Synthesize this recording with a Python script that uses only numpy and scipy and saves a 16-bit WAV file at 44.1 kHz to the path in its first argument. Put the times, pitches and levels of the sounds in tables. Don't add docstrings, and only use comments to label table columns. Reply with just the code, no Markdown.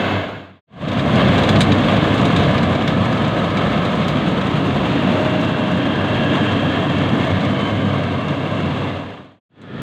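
import sys
import numpy as np
from scipy import signal
from scipy.fft import rfft, irfft, next_fast_len
from scipy.io import wavfile
from scipy.ndimage import uniform_filter1d

SR = 44100
rng = np.random.default_rng(int(sys.argv[2]) if len(sys.argv) > 2 else 0)


def output_pcm(signal):
    pcm = np.clip(np.atleast_2d(signal).T, -1, 1) * 32767
    wavfile.write(sys.argv[1], SR, np.round(pcm).astype(np.int16))


def makeup_ratio(level_db):
    decades = np.asarray(level_db, float) / 20
    return 10 ** decades


N = 433045
T = np.arange(N) / SR

PART_LEVELS = {"drum": (-3.5, -2, -3.5, -1), "panels": (-2.5, -6.5, -7, -9.5),
               "chains": (-8, -12, -13, -12.5), "chaff": (-39, -36.5, -37, -39),
               "dust": (-46, -50.5, -52.5, -54), "thud": (-6.5, -12, -10, -9.5),
               "shake": (-22, -18.5, -24.5, -19)}
# start in seconds, peak in dB, ring in dB and top in dB against the peak.
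CLANKS = [(0.882, -39, 16, -28.5), (0.93, -37.5, 12, -19.5), (0.994, -37.5, 17, -19), (1.135, -36, 1, -30),
          (1.1551, -30, 7, -27), (1.379, -27.5, 11, -23.5), (1.434, -29.5, 13, -31), (1.4894, -23, 12, -20),
          (1.558, -32.5, 19, -29), (1.59, -32, -2, -26), (1.6056, -15, 3, -27), (1.6145, -23, 11, -20),
          (1.7184, -26.5, 13, -28.5), (1.9663, -33.5, 6.5, -19.5), (2.142, -31, 6, -22),
          (2.178, -32, 13, -27.5), (2.212, -30, 1, -29), (2.252, -26, 8.5, -28.5),
          (2.362, -27, 13.5, -24.5), (2.51, -35, 5, -27.5), (2.579, -39, 23, -24), (2.6303, -29.5, 10, -23),
          (2.75, -39, 16, -22), (2.8757, -27.5, 13, -20.5), (3.5701, -33, 14, -27), (3.85, -32.5, 10, -27),
          (3.953, -35, 8.5, -26), (4.081, -27.5, 8, -17), (5.4095, -32.5, 4, -20), (9.615, -49, 5, -22)]
# frequency in Hz, level in dB, decay by 60 dB in seconds.
BAR_MODES = [(1750, -1.5, 0.0084), (2340, 1, 0.0093), (2750, -6, 0.0098), (3160, -3.5, .012),
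             (3440, -2.5, 0.014), (3720, 1, 0.013), (3900, -6, 0.018), (4330, -15.5, 0.018),
             (4810, -10.5, 0.033)]
# frequency in Hz, density in dB per Hz.
ROAR_SPECTRUM = [(36, -32.5), (60, -15), (87, -6.5), (130, -2), (290, -2.5), (370, -9.5), (720, -11),
                 (815, -15), (1000, -14), (1300, -16), (1660, -20), (2460, -24.5), (3400, -23),
                 (4760, -36.5)]
# frequency in Hz, density in dB per Hz.
HISS_SPECTRUM = [(4600, 5), (5000, -8.5), (5650, -10), (6300, -4.5), (7200, -8.0), (8200, -12.5),
                 (9200, -18.5), (10200, -26), (11200, -24.5), (12300, -22), (13500, -24), (14500, -22.5),
                 (15400, -23.5)]
# start and end in seconds, frequency and width in Hz,
# level in dB.
PASSING_SINGERS = [(.5, 3.2, 670, 150, -16), (4.8, 6.5, 622, 3, -18.5), (6.5, 9.4, 630, 60, -22),
                   (1, 4.8, 2230, 100, -30), (1, 4.2, 1700, 110, -24), (7.2, 8.9, 1590, 60, -23),
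                   (4.3, 7.6, 2730, 130, -20), (7.8, 9.4, 2730, 140, -21.5), (6.6, 9, 2170, 150, -22),
                   (5.4, 7.4, 3210, 160, -19), (7.45, 8, 3070, 50, -21), (4.4, 9.4, 280, 24, -12),
                   (5.6, 9.4, 139, 14, -12.5), (2.8, 6.8, 191, 20, -12.5), (.9, 2, 210, 30, -16.5),
                   (2.6, 4.9, 1270, 90, -17), (6.8, 9.3, 960, 120, -25.5), (5.6, 9.3, 13500, 500, -62),
                   (5.8, 8.6, 357, 12, -29.5), (5.9, 6.8, 1670, 60, -19)]
# frequency in Hz, width in Hz, level in dB.
CLOSE_SINGERS = [(667, 100, -10), (1563, 200, -10), (1095, 170, -18), (2130, 160, -14.5), (2630, 120, -17),
                 (4500, 100, -33), (6700, 900, -36), (13700, 1200, -46)]
# frequency in Hz, width in Hz, level in dB.
FAR_SINGERS = [(1250, 100, -15.5), (1420, 90, -16.5), (1760, 150, -15.5), (430, 140, -8), (3350, 230, -22)]
# time in seconds, level in dB, engine load in dB, ground echo share from 0 to 1.
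DRIVE = [(.7, -11.5, 0.5, .35), (.83, -6, -1, 0.4), (1.02, -9.5, 1.5, .3), (1.3, -12.5, 3.5, 0.32),
         (1.9, -14.5, 3, 0.23), (2.5, -14, 2, 0.35), (2.8, -16.5, 2.5, 0.31), (3.4, -16.5, 0.5, .27),
         (4.0, -16.5, -4.5, 0.31), (4.6, -17, -2.5, .15), (5.2, -16, -2, 0.09), (5.8, -17.5, -1.5, 0.12),
         (6.4, -16, 0, 0.14), (7.0, -17, 0, 0.12), (7.6, -17, 0.5, 0.33), (8.1, -19, 1.5, .4),
         (8.8, -20, .5, 0.23)]
GAPS = [
    (.675, .61, .668, .648),
    (9.45, 9.4, 9.492, 9.455),
]

CUTS_S = (0.64, 9.452)
# start and end in seconds, frequency and width in Hz, level in dB.
SLOT, SLOT_RISE_HZ = (5, 7.5, 1540, 160, -17), 243
TURN_S, TURNED_S = 4.3, 6.4
FIRING_HZ, KNIFE_HZ = 97.5, 11
ECHO_S, ECHO_PEAK_HZ = 0.001894, 602.4
CLOSE_ECHO, FAR_ECHO = 0.12, 0.13
THROB_HZ, THROB_PEAK_S = 7.5, 6.95
FIRST_DB, FIRST_SAG_DB_PER_S, LAST_DB, MAKEUP_DB = -19.5, 8, -20, 1
SURGE_DB, SURGE_RATE = 0.34, 11
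FADE_S, FADE_POWER, GATE_EDGE_S = 0.57, 2.006, 0.017
CRACK_HZ, CRACK_HZ_PER_DB, CRACK_SPREAD = 6200, 68, 0.03
CLANK_S, LINGER_PER_DB = 0.0076, 0.03
TICKS_FROM_S, TICKS_THIN_S, TICKS_LAST_S = 0.85, 2.6, 8
TICK_DB, TICK_SAG_DB_PER_S, TICK_RING_DB, TICK_TOP_DB = -40, -0.3, 10.5, -24


def level(x):
    return x / np.sqrt(np.mean(x ** 2))


def columns(table):
    s, *rest = np.transpose(table)
    return [np.interp(T, s, c) for c in rest]


def between(close, long, far):
    return np.where(T < CUTS_S[0], close, np.where(T > CUTS_S[1], far, long))


def by_view(values):
    close, side, off, far = values
    return between(close, np.interp(T, [TURN_S, TURNED_S], [side, off]), far)


def colour(x, table, lo_hz, hi_hz):
    size = next_fast_len(N)
    f = np.arange(size // 2 + 1) * SR / size + 1
    hz, db = np.transpose(table)
    edges = 1 / np.sqrt((1 + (lo_hz / f) ** 12) * (1 + (f / hi_hz) ** 12))
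    shape = makeup_ratio(np.interp(np.log(f), np.log(hz), db)) * edges
    return level(irfft(rfft(x, size) * shape, size)[:N])


def band(x, lo_hz, hi_hz):
    return signal.sosfilt(signal.butter(2, [lo_hz, hi_hz], "band", fs=SR, output="sos"), x)


def walk(rate, size=N):
    k = int(SR / rate)
    held = np.repeat(rng.standard_normal(size // k + 1), k)[:size]
    return level(uniform_filter1d(uniform_filter1d(held, k), k))


def knocks(rate, spread_db, tail_s):
    when, size = rng.random((2, int(rate * N / SR)))
    hits = np.bincount((when * N).astype(int), makeup_ratio(-spread_db * np.log(size)), N)
    return level(signal.lfilter([1], [1, -np.exp(-1 / (tail_s * SR))], hits))


def engine(thud_db, hz, shake_db):
    turn = np.cumsum(hz + 3.5 * walk(22)) / SR
    fired = np.diff(np.floor(turn), prepend=0) * makeup_ratio(2.8 * walk(18) + 2.5 * walk(90))
    boom = band(band(fired, 86, 114), 80, 139)
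    thud = level(boom + makeup_ratio(-8) * band(fired, 170, 310))
    shake = colour(rng.standard_normal(N), ROAR_SPECTRUM, 12, 78.6)
    return makeup_ratio(thud_db) * thud + makeup_ratio(shake_db) * shake, turn % 1


def thresher(drum_db, panels_db, chains_db, chaff_db, dust_db, cycle):
    stroke_phase = np.cumsum(KNIFE_HZ + 0.79 * walk(1.2)) / SR % 1
    stroke = np.exp(-stroke_phase / 0.14) * makeup_ratio(1.8 * walk(12))
    knock = knocks(70, 1.1, 0.008)
    puff = np.exp(-cycle / 1.3)
    noise = rng.standard_normal((4, N))
    drum = noise[0] * (makeup_ratio(0.6 * walk(25)) + 0.062 * knock)
    panels = noise[1] * (makeup_ratio(0.2 * walk(30)) + 0.22 * knock + 0.72 * puff)
    chains = noise[2] * (makeup_ratio(0.83 * walk(20)) + 0.19 * knock + 0.33 * puff + 0.072 * stroke)
    chaff = noise[3] * (makeup_ratio(0.8 * walk(20)) + 0.3 * knock + 0.33 * stroke)
    dust = noise[3] * (1 + 0.25 * knock + 0.3 * stroke)
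    crop = makeup_ratio(drum_db) * colour(drum, ROAR_SPECTRUM, 117, 368)
    crop += makeup_ratio(panels_db) * colour(panels, ROAR_SPECTRUM, 356, 1330)
    crop += makeup_ratio(chains_db) * colour(chains, ROAR_SPECTRUM, 1456, 4310)
    crop += makeup_ratio(chaff_db) * colour(chaff, HISS_SPECTRUM, 5340, 10200)
    return crop + makeup_ratio(dust_db) * colour(dust, HISS_SPECTRUM, 10200, 15600)


def ground(x, share):
    size = next_fast_len(N)
    f = np.arange(size // 2 + 1) * SR / size
    delay = np.exp(-2j * np.pi * (f - ECHO_PEAK_HZ) * ECHO_S)
    late = irfft(rfft(x, size) * delay / (1 + (f / 2600) ** 4), size)[:N]
    share = np.clip(share, 0, 0.9)
    return (x + share * late) / np.sqrt(1 + share ** 2)


def singers():
    out = np.zeros(N + 2 * SR)
    first, last = CUTS_S
    close = [(-first / 2, first, *row) for row in CLOSE_SINGERS]
    far = [(last, last + first, *row) for row in FAR_SINGERS]
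    for row in [*PASSING_SINGERS, *close, *far, SLOT]:
        start, end, hz, width_hz, db = row
        along = np.linspace(0, 1, int((end - start) * SR))
        rise_hz = SLOT_RISE_HZ if row is SLOT else 0
        angle = 2 * np.pi * np.cumsum(hz + rise_hz * along) / SR
        shiver = walk(2 * width_hz, len(along)) * np.cos(angle)
        shiver += walk(2 * width_hz, len(along)) * np.sin(angle)
        shiver += 18 / (6 + width_hz) * np.cos(angle)
        swell = np.abs(np.sin(np.pi * along)) ** 0.55
        out[int((start + 1) * SR):][:len(along)] += makeup_ratio(db) * swell * shiver
    return out[SR:SR + N]


def fades():
    gain = 1
    for sunk, shut, opened, rising in GAPS:
        gate = np.clip(np.maximum(shut - T, T - opened) / GATE_EDGE_S, 0, 1)
        slope = np.clip(np.where(T < shut, sunk - T, T - rising) / FADE_S, 0, 1)
        gain = gain * gate * slope ** FADE_POWER
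    return gain


def ticks(count):
    when, size, ring, top = rng.random((count, 4)).T
    late_s = -TICKS_THIN_S * np.log(when) % TICKS_LAST_S
    peak_db = TICK_DB - TICK_SAG_DB_PER_S * late_s + 7 * (size - 0.5)
    ring_db = TICK_RING_DB + 9 * (ring - 0.5)
    top_db = TICK_TOP_DB + 8 * (top - 0.5)
    return list(zip(TICKS_FROM_S + late_s, peak_db, ring_db, top_db))


def knife():
    crack, ring, top = np.zeros((3, N + SR))
    span = np.arange(4096) / SR
    for s, db, ring_db, top_db in [*CLANKS, *ticks(60)]:
        noise = rng.standard_normal(4096)
        hz = (CRACK_HZ + CRACK_HZ_PER_DB * max(db + 25.5, 0)) * (1 + CRACK_SPREAD * noise[0])
        length_s = CLANK_S * (1 + LINGER_PER_DB * max(db + 30, 0))
        fall = np.exp(-span / length_s) + 0.11 * np.exp(-span / 0.021)
        rattle = makeup_ratio(db) * noise * fall * np.minimum(span / 0.001, 1)
        at = slice(int(s * SR), int(s * SR) + len(span))
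        crack[at] += band(rattle, 0.84 * hz, 1.24 * hz) + 0.25 * band(rattle, 4600, 8600)
        ring[at] += makeup_ratio(ring_db) * rattle
        top[at] += makeup_ratio(top_db) * rattle
    modes = np.zeros(len(span))
    for hz, db, t60 in BAR_MODES:
        modes += makeup_ratio(db) * np.exp(-np.log(1000) * span / t60) * np.sin(2 * np.pi * hz * span)
    rung = band(band(signal.fftconvolve(ring, modes)[:N], 900, 4660), 900, 4660)
    return makeup_ratio(-2.5) * crack[:N] + makeup_ratio(-23) * rung + makeup_ratio(4.5) * band(top, 10000, 15000)[:N]


def scene():
    part = {name: by_view(db) for name, db in PART_LEVELS.items()}
    drive_db, load_db, long_echo = columns(DRIVE)
    throb_db = by_view((0.1, 0.5, 3.5, 0.1)) * np.cos(2 * np.pi * THROB_HZ * (T - THROB_PEAK_S))
    motor, cycle = engine(part["thud"] + load_db + throb_db, FIRING_HZ, part["shake"])
    crop = thresher(part["drum"], part["panels"], part["chains"], part["chaff"], part["dust"], cycle)
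    machine = ground(crop, between(CLOSE_ECHO, long_echo, FAR_ECHO)) + motor + makeup_ratio(-0.1) * singers()
    level_db = between(FIRST_DB - FIRST_SAG_DB_PER_S * T, drive_db, LAST_DB)
    level_db = level_db + MAKEUP_DB + SURGE_DB * walk(SURGE_RATE)
    fade = fades()
    return (machine * makeup_ratio(level_db) * fade + knife() * (fade > 0.003))[None]


def band_limit(x):
    return signal.sosfilt(signal.butter(12, 15500, fs=SR, output="sos"), x)


def record(dry):
    rounded = np.tanh(0.73 * dry) / 0.77
    low_pass = signal.ellip(8, 0.2, 60, 15500, fs=SR, output="sos")
    mix = signal.sosfilt(low_pass, rounded)
    return band_limit(mix)


dry = scene()
out = record(dry)
output_pcm(out)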